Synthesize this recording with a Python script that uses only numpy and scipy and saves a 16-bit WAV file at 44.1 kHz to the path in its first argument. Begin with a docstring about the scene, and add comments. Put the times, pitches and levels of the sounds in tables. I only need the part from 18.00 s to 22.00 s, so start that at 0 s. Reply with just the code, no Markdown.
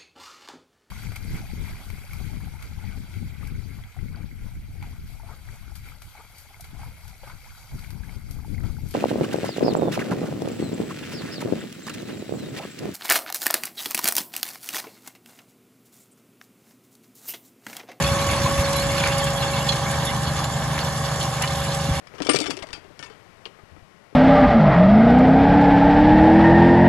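"""Tractor pulling a seed planter

A diesel tractor drones and rumbles slowly away across a dry, tilled field. The planter's fan hums
and two hydraulic motors whine. Its row units (the parts that sow each row) rattle, clank and squeak,
loose links clink, discs scrape through hissing soil and stones tick on steel.
A few soft thumps and one hollow knock reach a closely spaced pair of microphones."""
import sys
import numpy as np
from scipy import signal
from scipy.fft import rfft, irfft, next_fast_len
from scipy.io import wavfile
from scipy.ndimage import uniform_filter1d, map_coordinates

SR = 44100
rng = np.random.default_rng(int(sys.argv[2]) if len(sys.argv) > 2 else 0)


def store_pcm(level_fs):
    """Save levels as 16-bit WAV."""
    pcm = np.round(np.clip(level_fs, -1, 1) * 32767).astype(np.int16)
    wavfile.write(sys.argv[1], SR, np.atleast_2d(pcm).T)


N = 176400

# The exhaust's tones (pitch [times the shaft speed], level next to the drone's [dB])
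EXHAUST_TONES = [(3, -8), (3.5, -12.5), (5, -3.5), (5.5, -10.5), (6, -0.5), (7, -9), (9, -16), (18, -23.5)]
# How loud the drone is (time [s], level [dB])
DRONE_LEVEL = [(0, -31.5), (.7, -33.5), (1.3, -30.5), (1.9, -31.5), (2.45, -28.5), (3.1, -31), (4, -30.5)]
# The tone colour of the rumble and of the roar (frequency [Hz], relative level [dB])
RUMBLE_COLOUR = [(15, -46), (28, -32), (40, -19), (58, 1.5), (100, -2), (140, -5.5), (190, -3), (240, -6),
                 (330, -11), (600, -37), (2000, -80)]
ROAR_COLOUR = [(150, -4), (380, -9.5), (500, -2.5), (680, -1.5), (760, -2.5), (900, -1.5), (1100, 2.5),
               (1380, -9), (1750, -2.5), (2000, -10.5), (2200, -8), (2500, -20.5), (3000, -18.5),
               (4000, -21), (9000, -63)]
def tractor(rumble_db, roar_db):
    """The exhaust drones and throbs over a low rumble and a roar that pulses with each firing."""
    t = clock()
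    throb_hz, throb_db = 7.1, 1.7
    shaft_hz = 24.7 * (1 + 0.0026 * wobble(3.09))
    drone_db = curves(DRONE_LEVEL)[0] + throb_db * np.sin(2 * np.pi * throb_hz * t + wobble(2.87))
    drone = sum(tone(k * shaft_hz, drone_db + db + 1.53 * wobble(9)) for k, db in EXHAUST_TONES)
    firing = np.cos(2 * np.pi * np.cumsum(3 * shaft_hz) / SR)  # three firings a turn
    rumble = amp(rumble_db + 0.71 * wobble(11)) * shaped(white(), RUMBLE_COLOUR)
    roar_gain = amp(roar_db + 0.56 * wobble(13)) * (1 + 0.064 * firing)
    roar = roar_gain * shaped(patchy(white(), depth_db=1.5), ROAR_COLOUR)
    return drone + rumble + roar


# The fan's hum (time [s], pitch [Hz], level [dB])
FAN_HUM = [(0, 557.8, -30), (.3, 557, -28.5), (1.1, 556.6, -28.5), (1.45, 556.4, -31), (1.75, 556.4, -36),
           (2, 557, -33.5), (2.4, 556, -40.5), (2.7, 555.5, -38.5), (3.4, 555, -36.5), (4, 554, -35)]
# Its tone an octave higher (time [s], level [dB])
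FAN_OCTAVE_LEVEL = [(0, -34), (.5, -34), (1.2, -44), (2.5, -54)]
def fan():
    """The spinning blades make a hum and its octave, wavering in the open air."""
    hz, db = curves(FAN_HUM)
    octave_db, = curves(FAN_OCTAVE_LEVEL)
    hz = hz * (1 + 0.00084 * wobble(12))
    return tone(hz, db + 1.3 * wobble(7.32)) + tone(2 * hz, octave_db + 0.78 * wobble(7.6))


# Motors A and B (time [s], pitch A [Hz], level A [dB], pitch B [Hz], level B [dB])
MOTOR_WHINES = [(0, 801, -43, 809, -47), (.7, 778, -45, 814, -40), (1.4, 787.4, -39.5, 808, -35.5),
                (2.2, 781.3, -41, 811, -39), (3, 781.6, -39.5, 806, -42), (4, 782.5, -38.5, 808, -42)]
def hydraulics():
    """Two motors whine so close in pitch that together they flutter."""
    hz_a, db_a, hz_b, db_b = curves(MOTOR_WHINES)
    return sum(tone(hz * (1 + 0.00205 * wobble(14)), db + 1.3 * wobble(8))
               for hz, db in [(hz_a, db_a), (hz_b, db_b)])


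# Where the steel frame rings (pitch [Hz], width [Hz], relative level [dB])
STEEL_RINGS = [(1667, 160, 2), (2258, 200, -3.5), (2860, 610, -3.5), (3390, 320, 2), (4244, 95, 0.5),
               (4870, 230, -9), (6750, 93, 1), (9450, 1100, -8)]
# Hard blows (time [s], level [dB])
CLANK_HITS = [(.038, -27), (.968, -28), (1.689, -20.5), (1.722, -26), (2.442, -29), (2.79, -30),
              (3.05, -28), (3.21, -28), (3.228, -28), (3.475, -25.5), (3.55, -31), (3.72, -29)]
# The tone colour of loose parts (frequency [Hz], relative level [dB])
JANGLE_COLOUR = [(1200, -30), (2300, -12), (2950, -3), (3400, 2), (3850, -6), (4250, 2), (4900, -8),
                 (7200, -12), (9000, -15), (15000, -40)]
def row_units(rattle_db):
    """A steady rattle rings the steel frame; harder clanks jangle the loose parts."""
    def steel(hz):
        rings = sum(amp(db) * 1j * hz * width / (pitch ** 2 - hz ** 2 + 1j * hz * width)
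                    for pitch, width, db in STEEL_RINGS)
        return rings / (1 + (hz / 7500) ** 4)  # air and soft contacts dull the highs

    t = clock()
    shaking = amp(rattle_db) * patchy(impacts(rate=200, scatter_db=6, fade_s=0.12), depth_db=0.5)
    steel_gain = np.sqrt(np.mean(np.abs(steel(np.linspace(0, SR / 2, 2048))) ** 2))
    rattle = spread(shaking, steel) / steel_gain
    blows = sum((t >= s) * amp(db) * fade(np.abs(t - s), 0.074) for s, db in CLANK_HITS)
    return rattle + blows * shaped(patchy(white(), depth_db=2), JANGLE_COLOUR)


# Discs cutting lumps of earth (middle time [s], length [s], crunch level [dB], grit level [dB])
DISC_SCRAPES = [(0.03, 0.064, -33, -29.5), (0.302, 0.023, -31.5, -30), (0.674, 0.35, -39, -36.5),
                (1.052, 0.12, -27.5, -37), (1.726, 0.028, -30.5, -31.5), (2.78, 0.044, -31, -49),
                (3.436, 0.035, -27, -29)]
# The tone colour of the hiss and of the crunch (frequency [Hz], relative level [dB])
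SOIL_COLOUR = [(800, -20), (2500, -5), (3100, -1), (4000, -4), (4700, -.5), (5900, 0), (6500, -1),
               (7100, 2), (7600, .8), (8600, 1.2), (9300, -1.5), (10300, -6.5), (11200, -5), (12400, -12.5),
               (13600, -14), (15500, -24)]
CRUNCH_COLOUR = [(400, -40), (1000, 4), (1600, 1.5), (2300, 4), (3400, -7.5), (6000, -25)]
def soil(hiss_db):
    """Dry soil hisses and crackles past the discs, swelling where they cut lumps."""
    grains = white() + amp(-3.5) * impacts(rate=160, scatter_db=4, fade_s=0.027)
    grains = patchy(grains, depth_db=2.5)
    crunch_gain = sum(amp(db) * swell(s, length / 2) for s, length, db, _ in DISC_SCRAPES)
    grit_gain = sum(amp(db) * swell(s, length / 2) for s, length, _, db in DISC_SCRAPES)
    crunch = crunch_gain * shaped(impacts(rate=300, scatter_db=3.5, fade_s=0.014), CRUNCH_COLOUR)
    hiss = amp(hiss_db + 0.077 * wobble(22.06)) * shaped(grains, SOIL_COLOUR)
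    grit = grit_gain * shaped(impacts(rate=250, scatter_db=14.5, fade_s=0.021), SOIL_COLOUR)
    return hiss + crunch + grit


# Chains and loose links striking (time [s], pitch [Hz], level [dB])
LINK_HITS = [(.04, 2580, -25), (.06, 3445, -24), (.119, 4310, -28), (.211, 2325, -30), (.309, 2240, -27),
             (.463, 2580, -31), (.536, 3445, -26.5), (.594, 2325, -30), (.889, 3445, -27),
             (1.037, 2325, -24), (1.108, 2760, -28), (1.182, 4650, -30), (1.532, 2670, -28),
             (1.618, 2930, -31), (1.688, 3360, -16.5), (1.689, 4220, -17.5), (2.09, 2930, -31),
             (2.266, 4480, -31), (3.051, 3445, -30), (3.208, 3010, -29), (3.417, 2760, -26),
             (3.435, 2930, -26), (3.656, 2930, -31)]
def clinks(rattle_db):
    """Loose links strike and ring briefly; fainter ones fall at random near the frame's own pitches."""
    faint_per_s, detune = 42, 0.06
    t, out = clock()[:SR // 10], np.zeros((2, N + SR))
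    envelope = np.sqrt(2) * fade(t, 0.09) * rise(t, 0.0025)
    buzz = jitter(depth_hz=55)
    pitches = [hz for hz, _, _ in STEEL_RINGS[1:5]]
    faint = []
    for when, which, tuning, softness in rng.random((int(faint_per_s * N / SR), 4)):
        hz = pitches[int(which * len(pitches))] * (1 + detune * (2 * tuning - 1))
        db = rattle_db[int(when * N)] + 6 - 11 * softness
        faint.append((when * N / SR, hz, db))
    for s, hz, db in LINK_HITS + faint:
        span = int(s * SR) + np.arange(len(t))
        phase = 2 * np.pi * (hz * t + buzz[:, span % N])
        overtone = amp(-17) * np.sin(1.46 * phase)
        out[:, span] += amp(db) * envelope * (np.sin(phase) + overtone)
    return spread(out[:, :N], np.ones_like)


# Stones hitting steel (time [s], level [dB], pitch [Hz])
STONE_HITS = [(0.764, -27, 11250), (1.181, -25, 9420), (1.24, -25, 7940), (1.91, -30, 7800),
              (2.051, -27, 11060), (3.64, -34, 11200), (2.441, -28.5, 7100), (3.225, -29, 8870)]
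def stones():
    """Each stone gives a crack and a brief high ring."""
    t, out = clock(), np.zeros((2, N))
    crack = 0.96 * shaped(white(), [(2000, -18), (5000, -7), (9000, -4), (15000, -17)])
    for s, db, hz in STONE_HITS:
        age = np.maximum(t - s, 0)
        ring = np.sin(2 * np.pi * hz * age) * fade(age, 0.099)
        out += amp(db) * rise(age, 0.0005) * (ring + crack * fade(age, 0.068))
    return out


# Discs and joints squeaking (middle time [s], length [s], pitch [Hz], level [dB])
STEEL_SQUEAKS = [(.38, .03, 4330, -35), (0.65, 0.02, 4310, -31), (0.81, 0.022, 4240, -31),
                 (1.727, .018, 4170, -29), (2.08, .026, 3530, -30), (2.097, .04, 2070, -35),
                 (2.817, .018, 4570, -36)]
def squeaks():
    """Dry steel sticks and slips for a moment, so its pitch wavers."""
    t, out = clock(), np.zeros((2, N))
    slip = jitter(depth_hz=110)
    for s, length, hz, db in STEEL_SQUEAKS:
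        span = slice(*np.searchsorted(t, [s - 2 * length, s + 2 * length]))
        envelope = np.sqrt(2) * amp(db) * swell(s, length / 2)[span]
        out[:, span] += envelope * np.sin(2 * np.pi * (hz * t[span] + slip[:, span]))
    return spread(out, np.ones_like)


# Soft thumps near the microphones (middle time [s], peak level [dB], pitch [Hz])
SOFT_THUMPS = [(0.017, -16, 139), (0.121, -13, 106), (0.286, -15, 107), (0.446, -18, 155),
               (.454, -12.5, 115), (0.596, -11.5, 75), (3.892, -22.5, 252), (3.899, -18, 138),
               (3.917, -13.5, 69.7)]
def thumps():
    """Low pushes of a wave or two, and one higher, hollow knock."""
    knock = (0.464, -15, 1045)
    return sum(amp(db) * swell(s, 0.0046) * -np.cos(2 * np.pi * hz * (clock() - s))
               for s, db, hz in SOFT_THUMPS + [knock])


# Boost or cut of the low treble (time [s], gain [dB])
LOW_TREBLE_GAIN = [(0, 4), (1.1, 1.5), (2, -2), (2.7, -2.5), (4, -0.5)]
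def hollow(x, centre_hz=2360, width_hz=250):
    """The low treble is full at first and hollows out as the tractor moves off."""
    band = filtered(x, lambda hz: np.exp(-.5 * ((hz - centre_hz) / width_hz) ** 2))
    return x + (amp(curves(LOW_TREBLE_GAIN)[0]) - 1) * band


def amp(db):
    """Decibels to gain."""
    return 10 ** (np.asarray(db) / 20)


def unit(x):
    """Scale to an average (rms) level of 1."""
    return x / np.sqrt(np.mean(x ** 2) + 1e-20)


def clock():
    """Seconds at each sample."""
    return np.arange(N) / SR


def rise(age, rise_s):
    """Climb from 0 towards 1."""
    return 1 - np.exp(-age / rise_s)


def fade(age, fade_s):
    """Die away by 60 dB every fade_s seconds."""
    return amp(-60 * age / fade_s)


def swell(s, half_s):
    """A bell-shaped rise and fall around time s."""
    return np.exp(-.5 * ((clock() - s) / half_s) ** 2)


def along(points, hz):
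    """Read between (frequency, value) points on a log scale."""
    frequencies, values = np.transpose(points)
    return np.interp(np.log(hz + 1), np.log(frequencies + 1), values)


def curves(rows):
    """One value per sample for each column after the time."""
    times, *columns = np.transpose(rows)
    return [np.interp(clock(), times, column) for column in columns]


def wobble(rate):
    """A smooth curve through rate random points a second."""
    return map_coordinates(rng.standard_normal(2048), [clock() * rate + 2], mode="wrap")


def jitter(depth_hz):
    """Two random phase drifts, in cycles, that roughen a pitch."""
    return depth_hz * np.cumsum([wobble(450), wobble(450)], axis=1) / SR


def tone(hz, db):
    """A pure tone following a pitch and a level."""
    return np.sqrt(2) * amp(db) * np.sin(2 * np.pi * (np.cumsum(hz) / SR + rng.random()))


def white():
    """Two unrelated noises."""
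    return rng.standard_normal((2, N))


def impacts(rate, scatter_db, fade_s):
    """Noise made of small dying bursts of random size, about rate a second."""
    t = clock()[:SR // 2]
    hits = rng.random(N) < rate / SR
    sizes = amp(scatter_db * np.clip(rng.standard_normal(N), -2, 2))
    burst = fade(t, fade_s) * rise(t, 0.0047)
    power = signal.fftconvolve(hits * sizes ** 2, burst ** 2)[:N]
    return unit(np.sqrt(np.abs(power)) * white())


def patchy(pair, depth_db):
    """Make small patches of pitch and time randomly louder or softer."""
    spectra = signal.stft(pair, nperseg=512)[2]
    patches = uniform_filter1d(rng.standard_normal(spectra.shape[1:]), size=5, axis=0)
    patches = uniform_filter1d(patches, size=7, axis=1)
    return signal.istft(spectra * amp(depth_db * unit(patches)), nperseg=512)[1][:, :N]


def filtered(x, response):
    """Change each frequency's level and phase by response(hz)."""
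    size = next_fast_len(N + SR // 2)
    hz = np.fft.rfftfreq(size, 1 / SR)
    return irfft(rfft(x, size) * response(hz), size)[..., :N]


def shaped(pair, colour):
    """Stereo sound of level 1 with the given tone colour."""
    return unit(spread(pair, lambda hz: amp(along(colour, hz))))


# How alike left and right are (frequency [Hz], likeness [0 to 1])
LIKENESS = [(40, .65), (130, .85), (400, .93), (1500, .92), (2000, .6), (2700, .45), (3300, .72),
            (4600, .4), (6000, .55), (7400, .7), (8400, .97), (15000, .92)]
def spread(pair, response):
    """Filter two unrelated signals and blend them into left and right."""
    def blend(hz):
        angle = np.arccos(np.clip(along(LIKENESS, hz), -1, 1)) / 2
        return response(hz) * np.array([np.cos(angle), np.sin(angle)])

    mid, side = filtered(pair, blend)
    return np.array([mid + side, mid - side])


# How loud the noises are (time [s], rumble [dB], roar [dB], rattle [dB], soil hiss [dB])
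NOISE_LEVELS = [(0, -29, -27.5, -30, -31.5), (.6, -29.5, -28.5, -36, -32), (1.2, -32, -29, -31.5, -34.5),
                (1.7, -33.5, -29.5, -35.5, -33), (2.5, -34, -29.5, -38.5, -35.5),
                (3.3, -39, -30.5, -37.5, -34.5), (4, -35.5, -31.5, -37.5, -35)]
def scene():
    """Tractor and planter together in the open field."""
    rumble_db, roar_db, rattle_db, hiss_db = curves(NOISE_LEVELS)
    planter = fan() + hydraulics() + row_units(rattle_db) + soil(hiss_db) + stones()
    return hollow(tractor(rumble_db, roar_db) + planter) + clinks(rattle_db) + squeaks() + thumps()


# How far the left microphone is ahead (frequency [Hz], phase lead [radians])
LEFT_LEAD = [(1600, 0), (1950, 1), (2700, -.1), (3300, 1.7), (3900, .1), (5300, 2.4), (5800, 2.6),
             (6200, 0), (7400, -.8), (8000, -2.9), (9100, -3.2), (9600, -4.5), (10300, -6.28),
             (11800, -6.3), (12300, -7.3), (12500, -9.4)]
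# The balance between the two (frequency [Hz], left minus right [dB])
BALANCE = [(380, 0), (560, -2.7), (800, -1.7), (1100, 0), (1750, -2), (2300, 0), (2900, -3), (3500, -2),
           (4300, -4.5), (5500, -6), (6500, 0)]
def record(dry, low_cut_hz=28.5, top_hz=15700):
    """Two microphones differ in timing and level, and lose the deepest and highest sounds."""
    def microphones(hz):
        left = amp(along(BALANCE, hz) / 2) * np.exp(.5j * along(LEFT_LEAD, hz))
        low_cut = hz ** 4 / (hz ** 4 + low_cut_hz ** 4)
        return np.array([left, 1 / left]) * low_cut * (hz < top_hz)

    return filtered(dry, microphones)


dry = scene()
out = record(dry)
store_pcm(out)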